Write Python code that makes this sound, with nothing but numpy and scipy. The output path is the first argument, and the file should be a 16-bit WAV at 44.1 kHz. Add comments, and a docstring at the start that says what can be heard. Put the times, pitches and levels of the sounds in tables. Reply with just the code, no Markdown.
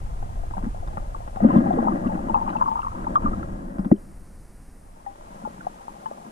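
"""A gush of air gurgles up through a pond, past a camera held under the surface in a waterproof case.
Large pockets thump the case and small bubbles ring; the gush thins into single bubbles and ends in
one loud glug, then only stray plips. Specks tick against the case and water rumbles on it, over a
faint hiss. Its walls colour the sound and reach the two microphones differently."""
import sys
import numpy as np
from scipy import signal
from scipy.fft import rfft, irfft, next_fast_len
from scipy.io import wavfile
from scipy.ndimage import uniform_filter1d, minimum_filter1d

SR = 44100
rng = np.random.default_rng(int(sys.argv[2]) if len(sys.argv) > 2 else 0)


def master(y):
    """Save y as 16-bit WAV."""
    cut = np.clip(np.atleast_2d(y).T, -1, 1)
    pcm = np.round(cut * 32767)  # scale
    wavfile.write(sys.argv[1], SR, pcm.astype(np.int16))


N = 278271
TIME = np.arange(N) / SR
FFT_SIZE = 2 * next_fast_len(N // 2 + 8000)
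BIN_HZ = np.fft.rfftfreq(FFT_SIZE, 1 / SR)
STRAY_DB = -42.5  # a few small bubbles are always about


def gush(level_db=-1, throb_db=1.26):
    """Air tears into many pockets a second, each a push on the case."""
    # the weight of large bubbles in the gush: (frequency [Hz], gain [dB])
    tone = [(100, -2), (150, -3), (190, 8.5), (250, 9), (330, 9.5), (420, -2), (600, 2), (1000, -8),
            (1900, -3), (2800, -11), (4500, -12)]
    churn = colour(patter(per_s=1600, spread_db=0.76), case_db() + over_bins(tone))
    throb = gain_of(throb_db * wander(rate_hz=26))
    return unit_rms(churn * throb) * gain_of(level_db) * airflow()


def airflow(attack_s=0.07, release_s=0.21):
    """Strength of the escaping air: every surge has an attack, a steady slope and a release."""
    # surges of air: (start [s], length [s], level [dB], fade [dB/s])
    surges = [(1.39, 1.18, -16.5, 12.5), (2.908, 0.9, -31, 4.5), (3.148, 0.047, -35.5, -4),
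              (5.375, 0.06, -42, 17), (6.035, 0.32, -49.5, 14), (6.256, .06, -42, 4)]
    out = np.zeros(N)
    for start, length, db, fade_db_per_s in surges:
        t = np.maximum(TIME - start, 0)
        attack = np.minimum(t / attack_s, 1)
        release = np.exp(-np.maximum(t - length, 0) / release_s)
        out += attack * release * gain_of(db - fade_db_per_s * t)
    return out


def glugs(level_db=-1, wall_hz=312, wall_db=-10):
    """Large bubbles swell over a few cycles and shake a low mode of the case with them."""
    # big pockets of air that thump the case: (time [s], level [dB], pitch [Hz], t60 [s])
    pockets = [(0.569, -26.5, 195, 0.081), (0.634, -20, 240, 0.042), (0.664, -16.5, 217.6, 0.045),
               (1.425, -7, 218, 0.074), (1.4482, 6, 230.4, 0.043), (1.533, -20.5, 225, 0.053),
               (1.561, -0.5, 205, 0.03), (1.584, -10.5, 226, 0.045), (1.605, -9, 230, 0.02),
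               (1.683, -12.5, 216, .05), (1.744, -18.5, 244, 0.091), (1.787, -13.5, 233, 0.086),
               (1.886, -16, 213, .05), (2.058, -10.5, 236, 0.055), (2.309, -24, 210, 0.037),
               (3.243, -11.5, 210, 0.054), (3.308, -33, 179, 0.15), (3.7871, -15.5, 190, 0.14),
               (3.858, -12, 200, 0.03), (5.434, -27.5, 209, 0.073), (5.586, -33.5, 187, 0.072)]
    # water shoved against the case by big pockets: (time [s], level [dB], pitch [Hz], t60 [s])
    shoves = [(1.562, -25.5, 50.2, 0.15), (3.258, -20, 23.3, 0.38), (3.785, -28.5, 35, 0.19),
              (3.917, -18.5, 55.3, 0.028)]
    out = np.zeros(N)
    wall = gain_of(wall_db) * ring(wall_hz, t60=0.1, rise_s=0.0026, sag=0.19, settle_s=0.0042)
    for s, db, hz, t60 in pockets:
        body = ring(hz, t60, rise_s=0.009, sag=0.12, settle_s=0.031)
        add(out, s, gain_of(db + level_db) * (body + wall))
    for s, db, hz, t60 in shoves:
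        add(out, s, gain_of(db) * ring(hz, t60, rise_s=0.01, sag=0.13, settle_s=0.037))
    return out


def last_glug(at_s=3.9152):
    """The gush's last pocket strikes the case: high modes speak at once, low ones swell into a plop."""
    # modes of the struck case: (pitch [Hz], level [dB], t60 [s], rise [s])
    modes = [(202.5, -7, 0.07, 0.023), (231.5, 4.5, 0.027, 0.033), (314.6, 1, 0.034, 0.025),
             (390, -8.5, 0.084, 0.0027), (585, -1.5, 0.0094, 0.0022), (725, -22, 0.035, 0.0052),
             (1296, -28, 0.029, .003), (1960, -28, 0.019, 0.0055), (2260, -40, 0.023, .004),
             (2800, -54, .018, .004)]
    out = np.zeros(N)
    for hz, db, t60, rise_s in modes:
        add(out, at_s, gain_of(db) * ring(hz, t60, rise_s))
    return out


def bubbles(level_db=0.5, click_db=-4, shard_db=-14, shard_s=0.018, shard_hz=860, shard_span_hz=380):
    """Each bubble clicks the case as it pinches off, then rings; in a crowd its neighbours jostle it."""
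    # bubbles that stand out of the swarm: (time [s], level [dB], pitch [Hz], t60 [s])
    plips = [(.226, -23.5, 744, 0.024), (0.4351, -23.5, 717, 0.039), (0.537, -23.5, 956, 0.047),
             (.568, -20.5, 758, 0.06), (.579, -23.5, 950, 0.0203), (.745, -29.5, 696, .035),
             (.83, -28.5, 670, 0.032), (0.972, -19, 840, 0.018), (0.979, -26.5, 1180, 0.014),
             (1.146, -24, 1127, 0.025), (1.15, -29, 903, 0.06), (1.204, -29, 710, 0.036),
             (1.279, -42, 790, 0.023), (1.359, -27, 735, 0.031), (1.37, -21, 763, 0.11),
             (1.404, -16, 690, 0.041), (1.4442, -7.5, 532, 0.049), (1.503, -15.5, 1023, 0.09),
             (1.503, -20, 566, .04), (1.556, -14, 630, 0.045), (1.557, -17.5, 1026, .05),
             (1.659, -25, 564, 0.033), (1.66, -15.5, 787, 0.089), (1.7064, -9, 737, 0.11),
             (1.773, -17.5, 468, 0.11), (1.786, -16, 805, 0.043), (1.788, -22.5, 1040, 0.033),
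             (1.8265, -14.5, 676, 0.023), (1.843, -19, 782, 0.22), (1.866, -19, 923, .05),
             (1.872, -11, 770, 0.037), (1.877, -20.5, 1247, 0.058), (1.883, -10, 950, 0.023),
             (1.919, -24, 1160, .05), (2.044, -25.5, 1150, 0.15), (2.094, -24, 876, 0.16),
             (2.175, -22.5, 777, 0.051), (2.283, -23, 990, 0.075), (2.296, -15, 905, 0.064),
             (2.3425, -14, 1077, 0.11), (2.3442, -3.5, 927, 0.042), (2.356, -10, 825, 0.06),
             (2.3726, -15, 960, 0.066), (2.413, -14.5, 900, 0.084), (2.463, -27, 1114, 0.15),
             (2.478, -17.5, 887, 0.033), (2.488, -21, 1197, 0.037), (2.535, -32, 1464, 0.062),
             (2.555, -15.5, 878, 0.043), (2.612, -11, 990, 0.045), (2.625, -26, 1504, 0.015),
             (2.6208, -8.5, 968, 0.046), (2.6593, -15.5, 1122, 0.096), (2.658, -22, 958, 0.089),
             (2.677, -15, 934, 0.14), (2.687, -24.5, 1130, .06), (2.719, -34, 1170, 0.046),
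             (2.714, -17, 915, 0.094), (2.756, -15.5, 950, 0.057), (2.771, -26, 1202, 0.13),
             (2.791, -13.5, 944, 0.033), (2.792, -24.5, 1200, 0.041), (2.8305, -24.5, 1260, 0.024),
             (2.8465, -20, 1133, 0.042), (2.867, -17, 970, 0.06), (2.867, -23, 1140, .05),
             (2.918, -34, 1274, 0.046), (3.068, -15, 900, 0.033), (3.156, -2.5, 1180, 0.05),
             (3.157, -9, 985, 0.035), (3.1622, -7, 1223, 0.055), (3.174, -14.5, 716, 0.014),
             (3.22, -28, 927, 0.1), (3.248, -29, 1390, .04), (3.258, -22, 1030, 0.045),
             (3.259, -15, 1183, 0.073), (3.331, -25, 1270, 0.051), (3.43, -27, 1320, 0.015),
             (5.061, -42.5, 1860, 0.047), (5.064, -23, 800, 0.13), (5.07, -37, 920, 0.037),
             (5.437, -44.5, 1420, 0.12), (5.45, -24, 1025, 0.016), (5.453, -22.5, 860, 0.11),
             (5.474, -23, 614, 0.012), (5.609, -29.5, 1470, 0.024), (5.6679, -13.5, 738, 0.037),
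             (5.881, -21, 905, 0.017), (6.058, -20.5, 1030, 0.026), (6.06, -20, 900, 0.061),
             (6.06, -36, 1720, 0.023), (6.113, -19.5, 680, 0.0094)]
    tones, clicks = np.zeros(N), np.zeros(N)
    crowd = crowding() + gain_of(STRAY_DB)
    crowd = np.sqrt(crowd / crowd.max())
    for (s, db, hz, t60), shards in zip(plips, rng.random((len(plips), 3, 2))):
        add(tones, s, gain_of(db + level_db) * ring(hz, t60, rise_s=0.0017, sag=0.018, settle_s=0.0083))
        add(clicks, s, gain_of([db + click_db]))
        # it sheds small bubbles that beat against it, louder in crowded water
        shard_gain = gain_of(db + shard_db) * crowd[round(s * SR)]
        for late, small in shards:
            pitch = shard_hz + shard_span_hz * small
            shard = ring(pitch, t60=0.027, rise_s=0.0026, sag=0.037, settle_s=0.0027)
            add(tones, s + shard_s * late, shard_gain * shard)
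    jostle = 1 + 0.22 * crowd * wander(rate_hz=170)
    return tones * jostle + knock(clicks)


def swarm(level_db=-3, spread_octaves=0.32, cycles=30):
    """Small bubbles scattered about a typical size, each dying away over the same number of cycles."""
    # bubbles get smaller as the gush thins out: (time [s], typical pitch [Hz])
    sizes = [(2.0, 805), (2.4, 955), (3.3, 1120), (3.8, 825)]
    out, typical_hz = np.zeros(N), over_time(sizes)
    for hz in np.geomspace(580, 1330, 20):
        plip = ring(hz, t60=cycles / hz, rise_s=0.0014, sag=0.056, settle_s=0.0012)
        share = np.exp(-.5 * (np.log2(hz / typical_hz) / spread_octaves) ** 2)
        out += signal.oaconvolve(share * patter(per_s=28, spread_db=4.5), plip)[:N]
    return unit_rms(out) * gain_of(level_db) * (crowding() + gain_of(STRAY_DB))


def crowding():
    """Strength of the small bubbles drifting past."""
    # clouds of bubbles that swell and pass: (middle [s], half width [s], level [dB])
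    clouds = [(1.701, 1, -51.5), (2.6, 0.51, -32), (3.238, 0.059, -34.5)]
    return swells(clouds)


def pings(level_db=4):
    """Tiny bubbles ring high and briefly; the shortest are dry ticks."""
    # tiny bubbles close to the case: (time [s], level [dB], pitch [Hz], t60 [s])
    tiny_bubbles = [(1.405, -42, 1960, .03), (1.582, -51, 3230, .009), (1.731, -53, 3450, .008),
                    (2.0732, -44.5, 2750, .012), (2.143, -52, 2640, .012), (2.292, -53, 2880, 0.024),
                    (2.344, -37.5, 2630, 0.031), (2.5262, -57, 2970, .02), (2.5673, -42, 2700, 0.036),
                    (2.818, -46.5, 2770, 0.027), (2.873, -43, 1910, .03), (3.157, -41.5, 3210, 0.016),
                    (3.9629, -58.5, 3080, .02), (6.0596, -55, 3040, .028)]
    out = np.zeros(N)
    for s, db, hz, t60 in tiny_bubbles:
        add(out, s, gain_of(db + level_db) * ring(hz, t60, rise_s=0.00081, sag=0.046, settle_s=0.0028))
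    return out


def sparkle(cloud_db=-30):
    """The finest bubbles fizz in each puff of froth, and faintly above each cloud."""
    # puffs of froth where the air tears open: (middle [s], half width [s], level [dB])
    froth = [(1.51, .085, -52), (2.497, .016, -52)]
    fizz = np.zeros(N)
    for hz in np.geomspace(1900, 2950, 14):
        ping = ring(hz, t60=0.01, rise_s=0.0012, sag=.03, settle_s=.0016)
        fizz += signal.oaconvolve(patter(per_s=720, spread_db=0.5), ping)[:N] / hz
    return unit_rms(fizz) * (gain_of(cloud_db) * crowding() + swells(froth))


def ticks(knock_db=-3, scrape_s=0.01, scrape_db=-7):
    """Drifting specks snap against the case and scrape along it for a moment."""
    # specks hitting the case: (time [s], dull knock [dB], bright snap [dB], snap pitch [Hz])
    specks = [(0.357, -17.5, -55, 1300), (0.51, -7.5, -47, 1900), (0.574, -7, -35, 1380),
              (0.581, -13, -44, 1490), (0.627, -9.5, -46, 1900), (0.6447, -4, -46, 1600),
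              (.653, -9, -52, 1900), (0.8751, -7.5, -51.5, 3700), (0.8772, -16.5, -55, 5070),
              (0.972, -3.5, -33, 1810), (0.977, -11, -43, 1760), (1.277, -7.5, -48, 1840),
              (1.361, -5.5, -51.5, 2500), (1.565, -4.5, -48.5, 3520), (1.568, -11, -53, 5600),
              (2.37, -13, -63, 4400), (2.49, -2, -42, 2390), (2.502, -4.5, -51, 3930),
              (2.682, -14, -55, 5000), (2.716, -5.5, -52, 3050), (3.046, -13.5, -30, 1450),
              (3.429, -6.5, -42, 1460), (3.785, -6, -57, 1870), (3.794, -9.5, -55, 5070),
              (3.848, -4, -55, 3400)]
    clicks, snaps = np.zeros(N), np.zeros(N)
    for (s, db, snap_db, hz), scrapes in zip(specks, rng.random((len(specks), 4))):
        add(clicks, s, gain_of([db]))
        add(snaps, s, gain_of(snap_db) * ring(hz, t60=0.012, rise_s=0.0011, sag=.03, settle_s=0.0016))
        for k, late in enumerate(scrapes):
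            add(clicks, s + scrape_s * late, (-1) ** k * gain_of([db + scrape_db]))
    return gain_of(knock_db) * knock(clicks) + snaps


def wash(level_db=-45, lap_db=1.5):
    """The far fizz and lapping of the pond, heard through the case."""
    # far water, full in the low mids: (frequency [Hz], gain [dB])
    tone = [(150, -3), (220, 3.5), (300, 1.5), (450, 4), (700, -4.5), (1200, -0.5), (3000, 1.5)]
    fizz = colour(patter(per_s=2500, spread_db=5.0), case_db() + over_bins(tone))
    lapping = gain_of(lap_db * wander(rate_hz=23))
    return gain_of(level_db) * unit_rms(fizz * lapping)


def rumble(level_db=2, side_db=-14):
    """Slow water pressure on the case, nearly alike on both sides."""
    # the deep tone of that pressure: (frequency [Hz], gain [dB])
    tone = [(8, -7), (26, 2.5), (50, -7), (90, -9.5), (130, -17), (220, -40), (450, -40), (1000, -77.5)]
    # how hard the water pushes: (time [s], level [dB])
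    flow = [(0.0, -30), (0.35, -30.5), (1.5, -37), (2.43, -35), (2.56, -40.5), (3.15, -37), (3.25, -30.5),
            (3.5, -35.5), (3.72, -43), (4.06, -43.5), (5.0, -51), (5.46, -50.5), (6.31, -61)]
    mid, side = noise(tone), gain_of(side_db) * noise(tone)
    return np.array([mid + side, mid - side]) * gain_of(over_time(flow) + level_db)


def hiss(left_db=-59.0, right_db=-57.5):
    """A faint, wide hiss, independent on each side."""
    # the bright tone of the hiss: (frequency [Hz], gain [dB])
    tone = [(100, -10), (2000, 9.5), (3000, 6), (4500, 2.5), (7000, 4.5), (9500, 4), (11000, 0.5),
            (13000, -5.5), (15000, -23.5)]
    return np.array([gain_of(left_db) * noise(tone), gain_of(right_db) * noise(tone)])


def dull_bed(level_db=-52):
    """A muffled mono noise floor."""
    # its bass-heavy tone: (frequency [Hz], gain [dB])
    tone = [(40, 18.5), (200, 28.5), (450, 16.5), (1000, 10.5), (2000, 5), (3400, -8.5), (5000, -1),
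            (7300, -2), (9200, 5.5), (11000, -1), (13000, -6.5), (15000, -14)]
    return gain_of(level_db) * noise(tone)


def narrowing():
    """Crossfade of the background from wide (0) to dull mono (1) and back."""
    # timing of the crossfade: (start [s], closing [s], holding [s], opening [s])
    stages = (3.347, 0.65, 0.7, 0.64)
    return np.interp(TIME, np.cumsum(stages), [0, 1, 1, 0])


def case_db():
    """Gain of the case at every bin: it muffles the treble and its walls resonate."""
    # how the case passes sound: (frequency [Hz], gain [dB])
    response = [(60, -30.5), (130, 2), (200, 3.5), (290, -6), (450, -9), (570, -5.5), (760, -0.5),
                (1000, -7), (1300, -10), (1540, -12), (1950, -18), (2300, -26.5), (3300, -37.5),
                (6000, -52)]
    # resonances of its walls: (frequency [Hz], width [Hz], lift [dB])
    walls = [(327, 25, 2), (542, 72, 5.5), (1070, 340, 7.5), (1552, 61, 2), (1940, 99, 4.5)]
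    lift_db = sum(db / (1 + (2 * (BIN_HZ - hz) / width) ** 2) for hz, width, db in walls)
    return over_bins(response) + lift_db


def knock(clicks):
    """Clicks heard through the case, with their energy kept."""
    knocks = colour(clicks, case_db())
    return knocks * np.linalg.norm(clicks) / np.linalg.norm(knocks)


def two_microphones(x):
    """Above the lowest mode the case walls swing against each other, so the sides are out of step."""
    # the left microphone against the right: (frequency [Hz], level [dB], phase lead [rad])
    balance = [(60, 0, 0), (130, 3.4, 0), (260, 4, -.4), (350, -.5, -.8), (420, -7, -.5), (455, -12, .6),
               (500, -4.5, 1.7), (570, -1.8, 1.8), (690, 3, 2.5), (810, 11, 2.9), (900, 6.3, 3.2),
               (1220, 1.8, 3.85), (1480, -3.3, 4.1), (1560, -8, 3.1), (1660, -2.5, 1.8), (1760, 5, 2.5),
               (1920, 10, 3.5), (2150, 3.5, 3.3), (2450, 1, 4.1), (2730, 4, 4.6), (3200, 1, 6.3)]
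    left_over_right_db, lead = over_bins(balance), over_bins(balance, column=2)
    left = colour(x, np.minimum(left_over_right_db, 0))  # only the weaker side is damped
    to_right = gain_of(-left_over_right_db) * np.exp(-1j * lead)
    right = irfft(rfft(left, FFT_SIZE) * to_right)[:N]
    return np.array([left, right])


def echoed(x, echo_db=-15, decay_s=.003):
    """Near surfaces throw a sound back."""
    t = TIME[:SR // 10]
    scatter = rng.standard_normal(len(t)) * t * np.exp(-t / decay_s)
    return x + gain_of(echo_db) * signal.oaconvolve(x, scatter / np.linalg.norm(scatter))[:N]


def ring(hz, t60, rise_s, sag=0, settle_s=1):
    """A bubble or mode swells and dies away; its pitch slides down through hz by the fraction sag."""
    t = np.arange(SR // 5) / SR
    envelope = (1 - np.exp(-2 * t / rise_s)) ** 2 * gain_of(-60 * t / max(t60, .005))
    pitch = hz * (1 + sag * (np.exp(-t / settle_s) - .5))
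    return envelope / envelope.max() * np.sin(2 * np.pi * np.cumsum(pitch) / SR)


def patter(per_s, spread_db):
    """Clicks at random times, of either sign and uneven size."""
    draw, out = rng.random(N) * SR / per_s, np.zeros(N)
    at = np.flatnonzero(draw < 1)
    out[at] = (-1.) ** at * gain_of(spread_db * np.minimum(-np.log(draw[at]), 3))
    return out


def noise(tone):
    """Steady noise of rms 1 with the given spectrum."""
    return unit_rms(colour(rng.standard_normal(N), over_bins(tone)))


def wander(rate_hz):
    """Smooth random modulation of rms 1."""
    spectrum = rfft(rng.standard_normal(FFT_SIZE)) * np.exp(-(BIN_HZ / rate_hz) ** 2)
    return unit_rms(irfft(spectrum)[:N])


def swells(rows):
    """An envelope of bell-shaped swells."""
    return sum(gain_of(db) * np.exp(-((TIME - s) / width) ** 2) for s, width, db in rows)


def colour(x, db):
    """Minimum-phase EQ with the given gain per bin, so that clicks ring only afterwards."""
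    cepstrum = irfft(db * np.log(10) / 20)
    cepstrum[1:FFT_SIZE // 2] *= 2
    cepstrum[FFT_SIZE // 2 + 1:] = 0
    return irfft(rfft(x, FFT_SIZE) * np.exp(rfft(cepstrum)))[:N]


def over_bins(points, column=1):
    """A table over frequency, read at every bin."""
    table = np.array(points, float)
    return np.interp(np.log(BIN_HZ + 1), np.log(table[:, 0] + 1), table[:, column])


def over_time(points):
    """A table over time, read at every sample."""
    return np.interp(TIME, *np.transpose(points))


def add(mix, s, sound):
    """Lays a sound into the mix at time s."""
    part = mix[max(round(s * SR), 0):][:len(sound)]
    part += sound[:len(part)]


def gain_of(db):
    """Decibels to amplitude."""
    return 10 ** (np.asarray(db) / 20)


def unit_rms(x):
    """Scales to rms 1."""
    return x / np.sqrt(np.mean(x ** 2) + 1e-20)


def scene():
    """Bubbles and background on two microphones; swarm, wash and hiss briefly yield to the dull bed."""
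    mono = narrowing()
    wide = 1 - mono
    close = echoed(bubbles() + pings() + ticks())
    water = close + glugs() + last_glug() + gush() + sparkle() + wide * (swarm() + wash())
    return two_microphones(water) + wide * hiss() + rumble() + mono * dull_bed()


def record(dry, ceiling_db=-.7, recover_db_per_s=115, smooth_samples=130, cutoff_hz=15000):
    """A limiter catches the loudest glugs and pops, and the hiss ducks with them; then a low-pass."""
    # the limiter's sidechain, more sensitive above the bass: (frequency [Hz], gain [dB])
    sidechain_eq = [(300, 0), (900, 4)]
    sidechain = irfft(rfft(dry, FFT_SIZE) * gain_of(over_bins(sidechain_eq)))[:, :N]
    peak_db = 20 * np.log10(abs(sidechain).max(0) + 1e-9)
    fall_db = TIME * recover_db_per_s
    held_db = np.maximum.accumulate(peak_db + fall_db) - fall_db
    over_db = np.maximum(held_db - ceiling_db, 0)
    duck_db = uniform_filter1d(minimum_filter1d(-over_db, smooth_samples), smooth_samples)
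    lowpass = signal.firwin(511, cutoff_hz, window=("kaiser", 9), fs=SR)
    return signal.oaconvolve(dry * gain_of(duck_db), lowpass[None], "same")


dry = scene()
out = record(dry)
master(out)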